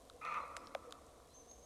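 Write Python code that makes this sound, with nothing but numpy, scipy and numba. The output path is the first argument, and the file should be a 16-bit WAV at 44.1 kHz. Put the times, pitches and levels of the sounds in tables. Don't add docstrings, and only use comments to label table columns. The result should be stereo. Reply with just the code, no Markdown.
import sys
import numpy as np
from scipy import signal
from scipy.fft import rfft, irfft
from scipy.io import wavfile
from scipy.ndimage import uniform_filter1d
from numba import njit

SR = 44100
rng = np.random.default_rng(int(sys.argv[2]) if len(sys.argv) > 2 else 0)


def wrap_up_sound(samples):
    columns = np.atleast_2d(samples).T
    tamed = np.clip(columns, -1, 1)
    steps = np.round(tamed * 32767).astype(np.int16)
    wavfile.write(sys.argv[1], SR, steps)


N = 72765
TIME, FREQS = np.arange(N) / SR, np.fft.rfftfreq(N, 1 / SR)
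TOP_HZ = 16300


def undb(db):
    return 10 ** (np.asarray(db) / 20)


def unit(x):
    return x / np.sqrt(np.mean(x ** 2))


def curve(rows):
    return np.interp(TIME, *np.array(rows).T)


def pan(lean_db):
    return undb(np.array([[lean_db], [-lean_db]]) / 2)


def gain_at(points, hz):
    point_hz, db = np.array(points).T
    return undb(np.interp(np.log(hz + 1), np.log(point_hz), db))


def colour(x, points):
    return irfft(rfft(x) * gain_at(points, FREQS), N)


def wander(per_s):
    hold = int(SR / per_s)
    steps = np.repeat(rng.standard_normal(N // hold + 1), hold)
    return unit(uniform_filter1d(uniform_filter1d(steps, hold), hold)[:N])


# frequency in Hz, noise density in dB per Hz.
AIR_LEFT = [(30, -100), (130, -108.5), (260, -89), (395, -93), (475, -79.5), (570, -88.5), (720, -84),
            (860, -100), (990, -91.5), (1120, -91), (1270, -110), (1600, -110), (2400, -112), (3900, -105),
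            (4800, -109), (6300, -106), (9000, -109), (12000, -114), (14000, -123), (15500, -145)]
AIR_RIGHT = [(30, -91), (150, -100), (280, -91), (470, -100), (640, -94), (850, -102), (1250, -100),
             (1600, -105), (2100, -106), (2800, -109), (3900, -107), (5000, -110), (9500, -109),
             (12000, -114), (14000, -123), (15500, -145)]
AIR_RUMBLE = [(15, -99), (40, -94), (65, -82.5), (100, -93), (180, -100), (400, -112), (1500, -135)]

def forest_hush(ticks_per_s=40):
    def air(spectrum):
        return colour(rng.standard_normal(N), spectrum) * np.sqrt(SR / 2) * undb(0.2 * wander(7.17))

    strikes = rng.random(N) < ticks_per_s / SR
    ticks = strikes * undb(-48.5 + 3 * np.minimum(rng.exponential(size=(2, N)), 4))
    grass = colour(ticks, [(1000, -45), (4000, -5), (9000, 0), (13000, -13), (15500, -44)])
    return np.array([air(AIR_LEFT), air(AIR_RIGHT)]) + air(AIR_RUMBLE) + grass


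# start in seconds, lean in dB,
# then a relative level in dB at each frequency of TWIG_BANDS_HZ.
TWIG_SNAPS = [(0.0986, 10, -40, -16, -48, -23.5, -34.5, -31, -47),
              (0.251, 2, -20, -8, -39, -20, -28, -34.5, -43), (0.3420, -4, -32, 4, -46, -26, -32, -36, -45),
              (0.5667, 6, -17, -8, -10, -23, -9.5, -18.5, -36),
              (0.5708, -6, -7, -21, -26, -15, -36, -21, -30.5),
              (0.6710, 4, -33, -33, -39, -23, -20, -43, -47),
              (0.7495, -14, 8, -5.5, -5, -16, -25, -38, -34),
              (0.9090, 2, -36, -34, -39, -32, -31, -35, -43),
              (0.9240, 2.5, -24, -7.5, -31, -11, -20, -26, -33),
              (1.2005, 4, -26, -22, -50, -42, -50, -46, -48),
              (1.3570, 5, -39, -43, -46, -37, -41, -46, -50),
              (1.5132, 2, -22, -45, -42, -33, -32, -46, -50)]
TWIG_BANDS_HZ = (560, 1300, 2200, 3700, 5300, 8000, 12000)
# frequency in Hz, gain in dB.
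TWIG_RING = [(440, -0.5), (515, 6), (580, -1), (780, 0), (930, -13.5), (1060, -0.5), (1550, 0),
             (1780, -5.5), (2050, -0.5), (2500, -2.5), (3000, -0.5)]

def twig_snaps(low_lag_s=0.00213, return_s=0.0011, splinter_s=0.00084, splinter_hz=4200, size=4096):
    out, hz = np.zeros((2, N + size)), np.fft.rfftfreq(size, 1 / SR)
    lag = low_lag_s * np.minimum(TWIG_BANDS_HZ[0] / (hz + 1), 1)
    far_end_echo = undb(-42) * np.exp(-2j * np.pi * hz * return_s)
    bending = np.exp(-2j * np.pi * np.cumsum(lag) * SR / size) * (1 + far_end_echo)
    roughness = undb(7.5) * hz ** 2 / (hz ** 2 + splinter_hz ** 2)
    for start, lean, *band_db in TWIG_SNAPS:
        spectrum = [(413.9, band_db[0] - 33), *zip(TWIG_BANDS_HZ, band_db), (TOP_HZ, band_db[-1] - 25)]
        cepstrum = irfft(np.log(gain_at(spectrum, hz) * gain_at(TWIG_RING, hz)))
        ring = np.exp(rfft(2 * cepstrum[:size // 2], size) - cepstrum[0])
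        burst = rng.standard_normal((2, size)) * np.exp(-TIME[:size] / splinter_s)
        fibres = rfft(unit(burst)) / np.sqrt(size)
        tearing = (1 + roughness * fibres) / np.hypot(1, roughness)
        onset = int(start * SR)
        out[:, onset:onset + size] += irfft(ring * bending * tearing) * pan(lean)
    direct = out[:, :N]
    return direct + undb(-17.5) * forest_tail(direct)


# frequency in Hz, seconds to fall by 60 dB.
FOREST_DECAY = [(500, 1.88), (1200, 1.93), (2300, 1.29), (6000, 1.8)]

def forest_tail(x, build_s=0.037):
    centres, t60s = np.array(FOREST_DECAY).T
    noise, tail = rfft(rng.standard_normal((2, N))), 0
    for share, t60 in zip(np.eye(len(centres)), t60s):
        band = irfft(noise * np.interp(FREQS, centres, share), N)
        decay_per_s = np.log(1000) / t60
        tail = tail + band * np.exp(-decay_per_s * TIME) * np.sqrt(2 * decay_per_s / SR)
    clumps = unit(undb(2.5 * wander(per_s=70)))
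    build = 1 - np.exp(-TIME / build_s)
    return signal.fftconvolve(x, tail * clumps * build, axes=1)[:, :N]


# start in seconds, strength in dB.
CAMERA_BUMPS = [(0.141, -38.5), (0.751, -42), (0.848, -40.5), (0.873, -32.5)]

def camera_bumps(body_hz=489.5, attack_s=0.0083, t60_s=0.073):
    out = 0
    for start, db in CAMERA_BUMPS:
        age = np.maximum(TIME - start, 0)
        envelope = (1 - np.exp(-age / attack_s)) * np.exp(-np.log(1000) * age / t60_s)
        out = out + undb(db) * np.sin(2 * np.pi * body_hz * age) * envelope
    return out * undb([[0], [-25]])


@njit
def resonate(x, hz, width_hz):
    out, band_state, low_state = np.empty(len(x)), 0., 0.
    for i in range(len(x)):
        tuning, damping = np.tan(np.pi * hz[i] / SR), width_hz / hz[i]
        band = (band_state + tuning * (x[i] - low_state)) / (1 + tuning * (tuning + damping))
        band_state, low_state = 2 * band - band_state, low_state + 2 * tuning * band
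        out[i] = damping * band
    return out


# time in seconds, effort in dB.
BARK_EFFORT = [(0.207, -52), (0.213, -8), (0.245, -6), (0.252, -0.5), (0.288, -0.5), (0.305, -3.5),
               (0.316, 1.5), (0.335, -3), (0.351, 1.5), (0.361, -1), (0.373, 3.5), (0.383, -5.5),
               (0.412, -7), (0.440, -12), (0.447, -36)]
# start in seconds, level in dB over a plain beat.
BARK_GRUNTS = [(0.3853, 5.5), (0.4016, 5), (0.4370, 1.5)]
# time in seconds, factor on pitch and resonances.
THROAT_TUNING = [(0.21, 0.96), (0.27, 0.99), (0.31, 0.95), (0.37, 0.99), (0.403, 0.89), (0.44, 0.92)]
# base frequency in Hz, width of each filter pass in Hz,
# relative level in dB, lean in dB, change in dB as the mouth closes.
THROAT_RESONANCES = [(583, 345, -18, 5, 7.5), (1079, 165, -9, 3.5, 5.5), (1269, 183, 0.5, 5, 1),
                     (2145, 730, -10.5, -12, -8.5), (2474, 215, -13, 11, -17), (3834, 250, -27.5, 15, 0),
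                     (6080, 520, -31.5, 13, -7)]
# frequency in Hz, gain in dB.
THROAT_DIPS = [(250, 7), (400, -7.5), (470, 3.5), (1380, 1.5), (1600, -11), (1780, -4), (2620, -0.5),
               (2850, -10), (3500, -5)]
# frequency in Hz, gain in dB.
FAR_ECHO_COLOUR = [(500, 7), (850, 2.5), (1080, 1), (1240, -1.5), (1400, 3.5), (1700, 2), (2100, -0.5),
                   (2600, -2.5)]

def deer_bark(voice_hz=172.8, jitter=0.11, shimmer_db=-0.5, rasp_cycles=0.59, closing_s=(0.36, 0.413)):
    begin, end = BARK_EFFORT[0][0], BARK_EFFORT[-1][0]
    effort = undb(curve(BARK_EFFORT)) * (TIME > begin) * (TIME < end)
    tuning = curve(THROAT_TUNING)
    cycles = np.cumsum(voice_hz * tuning * (1 + jitter * wander(170))) / SR
    shimmer = undb(shimmer_db * np.clip(rng.standard_normal(N), -1.5, 1.5))
    beats = np.diff(np.floor(cycles), prepend=0) * shimmer
    rasp = rng.standard_normal(N) * np.exp(-(cycles % 1) / rasp_cycles)
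    source = (unit(beats) + undb(4) * unit(rasp)) * effort
    for start, db in BARK_GRUNTS:
        source[int(start * SR)] += undb(db) * np.sqrt(SR / voice_hz)
    source = colour(source, THROAT_DIPS)
    mouth_closed = np.interp(TIME, closing_s, (0, 1))
    direct, into_wood = 0, 0
    for hz, width, db, lean, closed_db in THROAT_RESONANCES:
        ring = resonate(source, hz * tuning, float(width))
        ring = resonate(ring, hz * tuning, float(width)) * undb(db + closed_db * mouth_closed)
        direct = direct + ring * pan(lean)
        into_wood = into_wood + ring * pan(0.69 * lean)
    early = direct + undb(-6.5) * trunk_scatter(direct)
    early_rms = np.sqrt(np.mean(early[:, (TIME > begin) & (TIME < closing_s[1])] ** 2))
    tail = undb(-1.5) * forest_tail(colour(into_wood, FAR_ECHO_COLOUR))
    chest = undb(-24) * np.sin(2 * np.pi * cycles) * effort
    return undb(-42) * (chest + (early + tail) / early_rms)


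def trunk_scatter(x, decay_s=0.029, shared=0.35):
    common = np.sqrt(shared) * rng.standard_normal(N)
    separate = np.sqrt(1 - shared) * rng.standard_normal((2, N))
    echoes = (common + separate) * np.exp(-TIME / decay_s)
    return signal.fftconvolve(x, unit(echoes) / np.sqrt(N), axes=1)[:, :N]


# start in seconds, length in seconds,
# starting pitch in Hz, glide in Hz, relative level in dB.
FAR_CHIRPS = [(0.262, 0.054, 4400, -250, -68.5), (0.402, 0.034, 4200, -200, -67),
              (0.564, 0.03, 5036, 116, -67.5), (0.641, 0.02, 5420, 135, -66),
              (1.282, 0.054, 3880, 306, -71.5)]

def distant_chirps():
    out, waver = 0, 1 + 0.01623 * wander(per_s=400)
    for start, length, hz, glide_hz, db in FAR_CHIRPS:
        progress = np.clip((TIME - start) / length, 0, 1)
        phase = 2 * np.pi * np.cumsum((hz + glide_hz * progress) * waver) / SR
        out = out + undb(db) * np.sin(np.pi * progress) * np.sin(phase)
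    direct = out * pan(7.5)
    return undb(-1.5) * direct + trunk_scatter(direct) + undb(-4) * forest_tail(direct)


# time in seconds, level in dB.
RUSTLE_SWELL = [(0.3, -103), (0.6, -66), (0.88, -70), (1.05, -77), (1.3, -81)]
# frequency in Hz, gain in dB.
RUSTLE_COLOUR = [(100, -29), (200, -4), (270, 5), (350, 2.5), (420, -20), (900, -51)]

def low_rustle():
    noise = unit(colour(rng.standard_normal((2, N)), RUSTLE_COLOUR))
    return noise * undb(curve(RUSTLE_SWELL)) * pan(13)


# start in seconds, length in seconds,
# base pitch in Hz, relative level in dB.
WHISTLES = [(1.333, 0.098, 6300, -60), (1.477, 0.091, 6460, -61), (1.620, 0.087, 6470, -61.5)]
# share of its length, factor on pitch, gain in dB.
WHISTLE_ARCH = [(0, .89, -16), (.11, .985, -2), (.25, 1.005, 0), (.55, .992, -1), (.88, .97, -4),
                (1, .915, -14)]

def bird_whistles():
    share, bend, swell_db = np.array(WHISTLE_ARCH).T
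    out, waver = 0, 1 + 0.007 * wander(per_s=300)
    flutter = undb(3 * wander(per_s=220))
    for start, length, hz, db in WHISTLES:
        progress = (TIME - start) / length
        phase = 2 * np.pi * np.cumsum(hz * waver * np.interp(progress, share, bend)) / SR
        envelope = undb(db + np.interp(progress, share, swell_db)) * (progress > 0) * (progress < 1)
        out = out + np.sin(phase) * envelope
    direct = out * flutter * pan(7.5)
    return direct + undb(-8) * trunk_scatter(direct) + undb(-1) * forest_tail(direct)


def scene():
    return (forest_hush() + twig_snaps() + camera_bumps() + deer_bark()
            + distant_chirps() + low_rustle() + bird_whistles())


def record(dry):
    return signal.sosfilt(signal.ellip(8, .2, 70, TOP_HZ, fs=SR, output="sos"), dry)


dry = scene()
out = record(dry)
wrap_up_sound(out)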